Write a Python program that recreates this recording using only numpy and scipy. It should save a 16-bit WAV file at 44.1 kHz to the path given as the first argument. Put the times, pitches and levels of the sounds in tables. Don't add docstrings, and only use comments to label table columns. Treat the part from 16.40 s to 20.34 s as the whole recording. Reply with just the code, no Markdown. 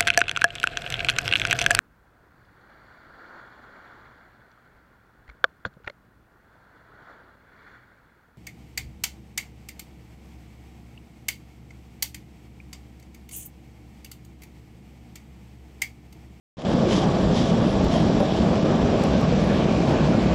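import sys
import numpy as np
from scipy import signal
from scipy.fft import rfft, irfft, next_fast_len
from scipy.io import wavfile
from scipy.ndimage import uniform_filter1d, minimum_filter1d

SR = 44100
rng = np.random.default_rng(int(sys.argv[2]) if len(sys.argv) > 2 else 0)


def field_ratio(decibels):
    return 10 ** (np.asarray(decibels, dtype=float) / 20)


def to_wav(s):
    ch = np.atleast_2d(s).T
    pcm = np.round(np.clip(ch, -1, 1) * 32767)
    wavfile.write(sys.argv[1], SR, pcm.astype(np.int16))


N = 173754


def rms_one(x):
    return x / np.sqrt(np.mean(x ** 2) + 1e-20)


def seconds():
    return np.arange(N) / SR


def drift(rate_hz):
    r = np.exp(-2 * np.pi * rate_hz * 40 / SR)
    noise = rng.standard_normal(N // 40 + 2002)
    slow = signal.lfilter([1], [1, -2 * r, r * r], noise)[2000:]
    return np.interp(np.arange(N) / 40, np.arange(len(slow)), rms_one(slow))


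def hail(per_s, spread_db):
    size = field_ratio(spread_db * np.minimum(rng.exponential(1, N), 4)) * rng.standard_normal(N)
    struck = rng.random(N) < per_s / SR
    return rms_one(size * struck)


def coloured(x, points, patchy_db):
    hz, db = np.transpose(points)
    size = next_fast_len(N)
    f = np.arange(size // 2 + 1) * SR / size + 1e-3
    colour_db = np.interp(np.log(f), np.log(hz), db, left=-120, right=-120)
    spec = rfft(x, size) * field_ratio(colour_db)
    out = 0
    for centre in np.arange(np.log2(hz[0]), np.log2(hz[-1]) + 1 / 3, 1 / 3):
        share = np.clip(1 - 3 * np.abs(np.log2(f) - centre), 0, 1)
        out = out + irfft(spec * share, size)[:N] * field_ratio(patchy_db * drift(7.7))
    return rms_one(out)


def resonate(x, hz, width_hz):
    r = np.exp(-np.pi * width_hz / SR)
    dull = signal.sosfilt(signal.butter(2, 2 * hz, fs=SR, output="sos"), x)
    return rms_one(signal.lfilter([1, 0, -1], [1, -2 * r * np.cos(2 * np.pi * hz / SR), r * r], dull))


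def steep_cut(x, hz):
    return signal.sosfilt(signal.cheby2(14, 75, hz, fs=SR, output="sos"), x)


def turned():
    middle_s, pace_s = 2.92, 0.53
    return 1 / (1 + np.exp(-(seconds() - middle_s) / pace_s))


def trough():
    # frequency in Hz, level in dB per Hz
    boom_colour = [(53, -32), (90, -8.5), (166, -0.5), (217, -3), (444, -9.5), (634, -10.5), (979, -20.5),
                   (1130, -21), (1900, -37), (2470, -68), (4180, -120)]
    # pitch in Hz, width in Hz, level in dB, change once turned aside in dB
    steel_panels = [(153, 27, -35, 0), (183, 14, -30, 1), (208.6, 11.3, -31, 0), (227.2, 11.6, -29.5, -0.3),
                    (406, 34, -42.5, 2), (516.4, 37, -37.5, 0.5), (646, 25, -36, -0.5),
                    (1143, 22, -44.5, -14), (1690, 17, -53, -3), (3330, 300, -53.5, -6),
                    (2380, 300, -57, 4)]
    # time in seconds, level in dB
    wood_load = [(.3, -1.1), (.5, -1.2), (.7, -.3), (.95, 0), (1.2, 0.3), (1.5, -1.3), (1.78, .3),
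                 (1.81, -0.5), (1.87, -1.5), (2.1, 0.4), (2.4, 0.5), (2.7, -.3), (2.95, -0.6), (3.2, 0.5),
                 (3.45, 0.8), (3.63, 0.5), (3.8, -1.2), (3.94, 0.1)]
    blows_per_s, spread_db = 5000, 1
    far_blows = hail(blows_per_s, spread_db)
    near_blows = hail(blows_per_s, spread_db)
    boom = field_ratio(-21) * coloured(far_blows, boom_colour, patchy_db=0.63)
    aside = turned()
    ringing = 0
    for k, (hz, width_hz, db, turn_db) in enumerate(steel_panels):
        sign = (-1) ** k
        ringing = ringing + sign * field_ratio(db + turn_db * aside) * resonate(near_blows, hz, width_hz)
    load_db = np.interp(seconds(), *np.transpose(wood_load))
    return field_ratio(load_db) * (boom + ringing)


def rasp():
    # frequency in Hz, level in dB per Hz
    front_colour = [(900, -36), (1490, -2), (1950, -5), (2610, -5.5), (3350, -2), (4250, -8.5), (5730, -9),
                    (6510, -17), (8050, -14.5), (9010, -36)]
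    # frequency in Hz, level in dB per Hz
    aside_colour = [(900, -39), (1490, -0.5), (1910, -4), (2410, 0.5), (3310, -6), (4250, -7),
                    (5730, -11.5), (6510, -15), (8050, -18), (9010, -32)]
    chips_per_s = 24000
    aside = turned()
    front = field_ratio(-39) * coloured(hail(chips_per_s, 0.43), front_colour, patchy_db=1.16)
    side = field_ratio(-37.5) * coloured(hail(chips_per_s, 0.99), aside_colour, patchy_db=1.0)
    sway = field_ratio(0.5 * drift(22.0))
    return sway * (np.sqrt(1 - aside) * front + np.sqrt(aside) * side)


def sheen():
    # frequency in Hz, level in dB per Hz
    sheen_colour = [(8000, -2), (8700, -6.5), (9600, -10.5), (11200, -8.5), (12000, -17), (12400, -48)]
    return field_ratio(-62.5 + 0.89 * drift(3.7)) * coloured(rng.standard_normal(N), sheen_colour, patchy_db=3.0)


def wind():
    # time in seconds, level in dB
    gusts = [(0.2, -35), (0.32, -30.5), (.55, -36), (0.87, -26.5), (1.1, -35.5), (1.32, -26.5), (1.53, -25),
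             (1.6, -34), (1.7, -27), (1.88, -36), (2.0, -24.5), (2.22, -35), (2.5, -27), (2.72, -32),
             (2.95, -28.5), (3.4, -31), (3.94, -27.5)]
    # frequency in Hz, level in dB per Hz
    wind_colour = [(10, -34), (25, -2.5), (40, -2.5), (64, 7.5), (100, -2.5), (130, -6), (200, -36)]
    gust_db = np.interp(seconds(), *np.transpose(gusts)) - 1.5
    return field_ratio(gust_db) * coloured(rng.standard_normal(N), wind_colour, patchy_db=2.5)


def skids():
    # peak in seconds, level in dB, rise in seconds, fall in seconds, tooth ring in Hz
    skid_events = [(.21, -38, .04, 0.034, 3200), (0.25, -43, .001, 0.0033, 3300),
                   (.531, -32.5, 0.038, 0.026, 3070), (.575, -34, 0.018, .02, 3620),
                   (.626, -38, 0.024, 0.026, 3200), (.96, -43, 0.028, .02, 3200),
                   (.991, -36, 0.037, 0.06, 3730), (1.075, -45, .02, .015, 3600),
                   (1.101, -40.5, 0.018, 0.03, 3000), (1.531, -39.5, 0.022, 0.11, 3300),
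                   (1.971, -44, .035, 0.032, 3300), (3.5, -42, 0.049, 0.035, 3240)]
    # frequency in Hz, level in dB per Hz
    skid_colour = [(1060, -42), (1800, -6), (2650, -10), (3300, -2.5), (4200, -7.5), (5470, -8),
                   (8070, -19), (8600, -22), (11000, -26.5), (12100, -46)]
    t = seconds()
    grit = hail(9000, 1.7)
    broad = coloured(grit, skid_colour, patchy_db=0.4)
    out = 0
    for s, db, rise_s, fall_s, hz in skid_events:
        slope_s = np.where(t < s, rise_s, fall_s)
        swell = field_ratio(db) * np.exp(-((t - s) / slope_s) ** 2)
        out = out + swell * (broad + field_ratio(-9.5) * resonate(grit, hz, width_hz=170))
    return out


def ticks():
    # start in seconds, level in dB
    snaps = [
        (0.22, -25.5),
        (2.637, -24.5),
        (1.803, -29),
    ]
    t, fall_s = seconds(), 0.0013
    crack = signal.lfilter([1], [1, -0.7], rng.standard_normal(N))
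    shape = 0
    for s, db in snaps:
        shape = shape + field_ratio(db) * (t >= s) * np.exp(-np.maximum(t - s, 0) / fall_s)
    return crack * shape


def wooden_blows(rows, t60_s, gain_db, swell_s):
    out, t = np.zeros(N + SR), np.arange(SR // 4) / SR
    for s, db, hz in rows:
        tone = np.sin(2 * np.pi * hz * t) + field_ratio(-8.5) * np.sin(2 * np.pi * 1.37 * hz * t)
        decay = field_ratio(db + gain_db - 60 * t / t60_s)
        start = int(s * SR)
        out[start:start + len(t)] += decay * (1 - np.exp(-t / swell_s)) * tone
    return out[:N]


def knocks():
    # start in seconds, level in dB, pitch in Hz
    knock_events = [(.34, -1, 187), (.368, -9, 506), (.469, -5, 343), (.625, -14, 782), (0.653, -6, 209),
                    (1.265, -2, 188), (1.764, -4, 168), (1.784, -2.5, 175), (1.803, -5.5, 564),
                    (1.825, -3.5, 554), (1.988, -10.5, 230), (2.457, -7.5, 398), (2.636, -8, 576),
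                    (.43, -10, 527), (.607, -11.5, 347), (1.163, -10.5, 507), (1.698, -17, 483),
                    (2.235, -14.5, 331), (2.278, -20, 544), (3.372, -8.5, 305), (3.697, -10, 306),
                    (2.976, -7, 155), (3.496, -7, 329)]
    return wooden_blows(knock_events, t60_s=0.085, gain_db=-7, swell_s=0.0012)


def rubs():
    # peak in seconds, level in dB, half length in seconds, pitch in Hz
    rub_events = [(0.538, -36, 0.061, 1110), (.53, -48, .04, 2070), (0.534, -36, .02, 3080),
                  (1.004, -46, .035, 4700), (1.833, -30, 0.016, 550), (2.17, -35, 0.042, 133),
                  (2.583, -35, .05, 138), (0.644, -28.5, 0.036, 776), (1.565, -27, .06, 672),
                  (2.304, -37, 0.059, 1220), (2.66, -39, 0.054, 1120), (2.742, -42, .04, 1540),
                  (2.834, -37, 0.044, 1140), (3.117, -39.5, .04, 1740), (3.137, -44, 0.036, 3200),
                  (3.23, -42, 0.027, 3080), (3.3, -46, 0.13, 2380), (.45, -30, 0.054, 530),
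                  (2.522, -31, .06, 410), (2.9, -25, 0.088, 140.5), (1.206, -30, 0.059, 330),
                  (3.509, -31.5, 0.043, 813), (3.518, -37, 0.046, 1350), (3.604, -39, 0.037, 1090),
                  (3.6, -41, .05, 2330), (3.62, -40, 0.045, 1480), (3.746, -37.5, .03, 1360),
                  (3.92, -43, 0.025, 1300)]
    t = seconds()
    grit = hail(8000, 1.6)
    out = 0
    for s, db, half_s, hz in rub_events:
        swell = field_ratio(db) * np.exp(-((t - s) / half_s) ** 2)
        out = out + swell * resonate(grit, hz, hz / 10.5)
    return out


def thumps():
    # start in seconds, level in dB, pitch in Hz
    thump_events = [(0.515, -16, 220), (0.737, -8, 172), (1.001, -8, 244), (1.104, -7, 160),
                    (1.18, -25, 223), (1.341, -12.5, 197), (1.434, -9.5, 221), (1.602, -8, 171),
                    (1.716, -13.5, 275), (1.926, -11, 186.5), (2.238, -11, 224), (2.432, -7, 237),
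                    (2.541, -12, 165), (2.598, -11.5, 173), (2.826, -17, 171), (2.908, -11.5, 140),
                    (3.013, -10, 172), (3.052, -13, 180), (3.516, -15, 183), (3.651, -21, 161),
                    (3.775, -4.5, 235), (3.836, -20, 167)]
    return wooden_blows(thump_events, t60_s=0.1, gain_db=-2, swell_s=0.003)


def scene():
    body = trough() + rasp() + wind() + knocks() + thumps()
    return (steep_cut(body, 9150) + sheen() + skids() + ticks() + rubs())[None]


def limiter(x):
    ceiling, window = 0.375, 441
    peak = -minimum_filter1d(-np.abs(x), size=window)
    return x * uniform_filter1d(np.minimum(1, ceiling / (peak + 1e-9)), size=window)


def treble_dropouts(x):
    # frequency in Hz, share 0-1
    lost_share = [(5000, 0), (6000, 0.07), (7000, 0.07), (8000, 0.18), (8300, 0.76), (8750, 0.91),
                  (9050, 0.65), (9300, 0.3), (10500, 0.4), (11600, 0.34), (12100, .95)]
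    band_hz, lost_db = 250, -41
    f, _, spec = signal.stft(x, SR, nperseg=1024)
    band = (f // band_hz).astype(int)
    luck = uniform_filter1d(rng.standard_normal((100, spec.shape[-1])), size=5) * np.sqrt(5)
    rank = 1 / (1 + np.exp(-1.7 * luck))
    share = np.interp(f, *np.transpose(lost_share))[:, None]
    kept = np.where(rank[band] < share, field_ratio(lost_db), 1)
    return signal.istft(spec * kept, SR, nperseg=1024)[1][:, :N]


def sample_jumps():
    # start in seconds, step height in full scale
    jump_events = [
        (1.44687, -.075),
        (2.81222, .07),
    ]
    t, fade_s = seconds(), 0.001
    out = 0
    for s, height in jump_events:
        out = out + height * (t >= s) * np.exp(-np.maximum(t - s, 0) / fade_s)
    return out


def top_cut(x):
    return signal.sosfilt(signal.butter(12, 16000, fs=SR, output="sos"), x)


def record(dry):
    # time in seconds, gain in dB
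    opening = [
        (.1685, -80),
        (.1697, -19),
        (.19, -11.5),
        (.235, -13.5),
        (.2495, -7.5),
        (.2505, -1.5),
        (.29, 0),
    ]
    t = seconds()
    open_s, open_db = np.transpose(opening)
    opened = limiter(dry) * field_ratio(np.interp(t, open_s, open_db))
    heard = treble_dropouts(steep_cut(opened, 13400)) * (t > open_s[0])
    return top_cut(heard + sample_jumps())


dry = scene()
out = record(dry)
to_wav(out)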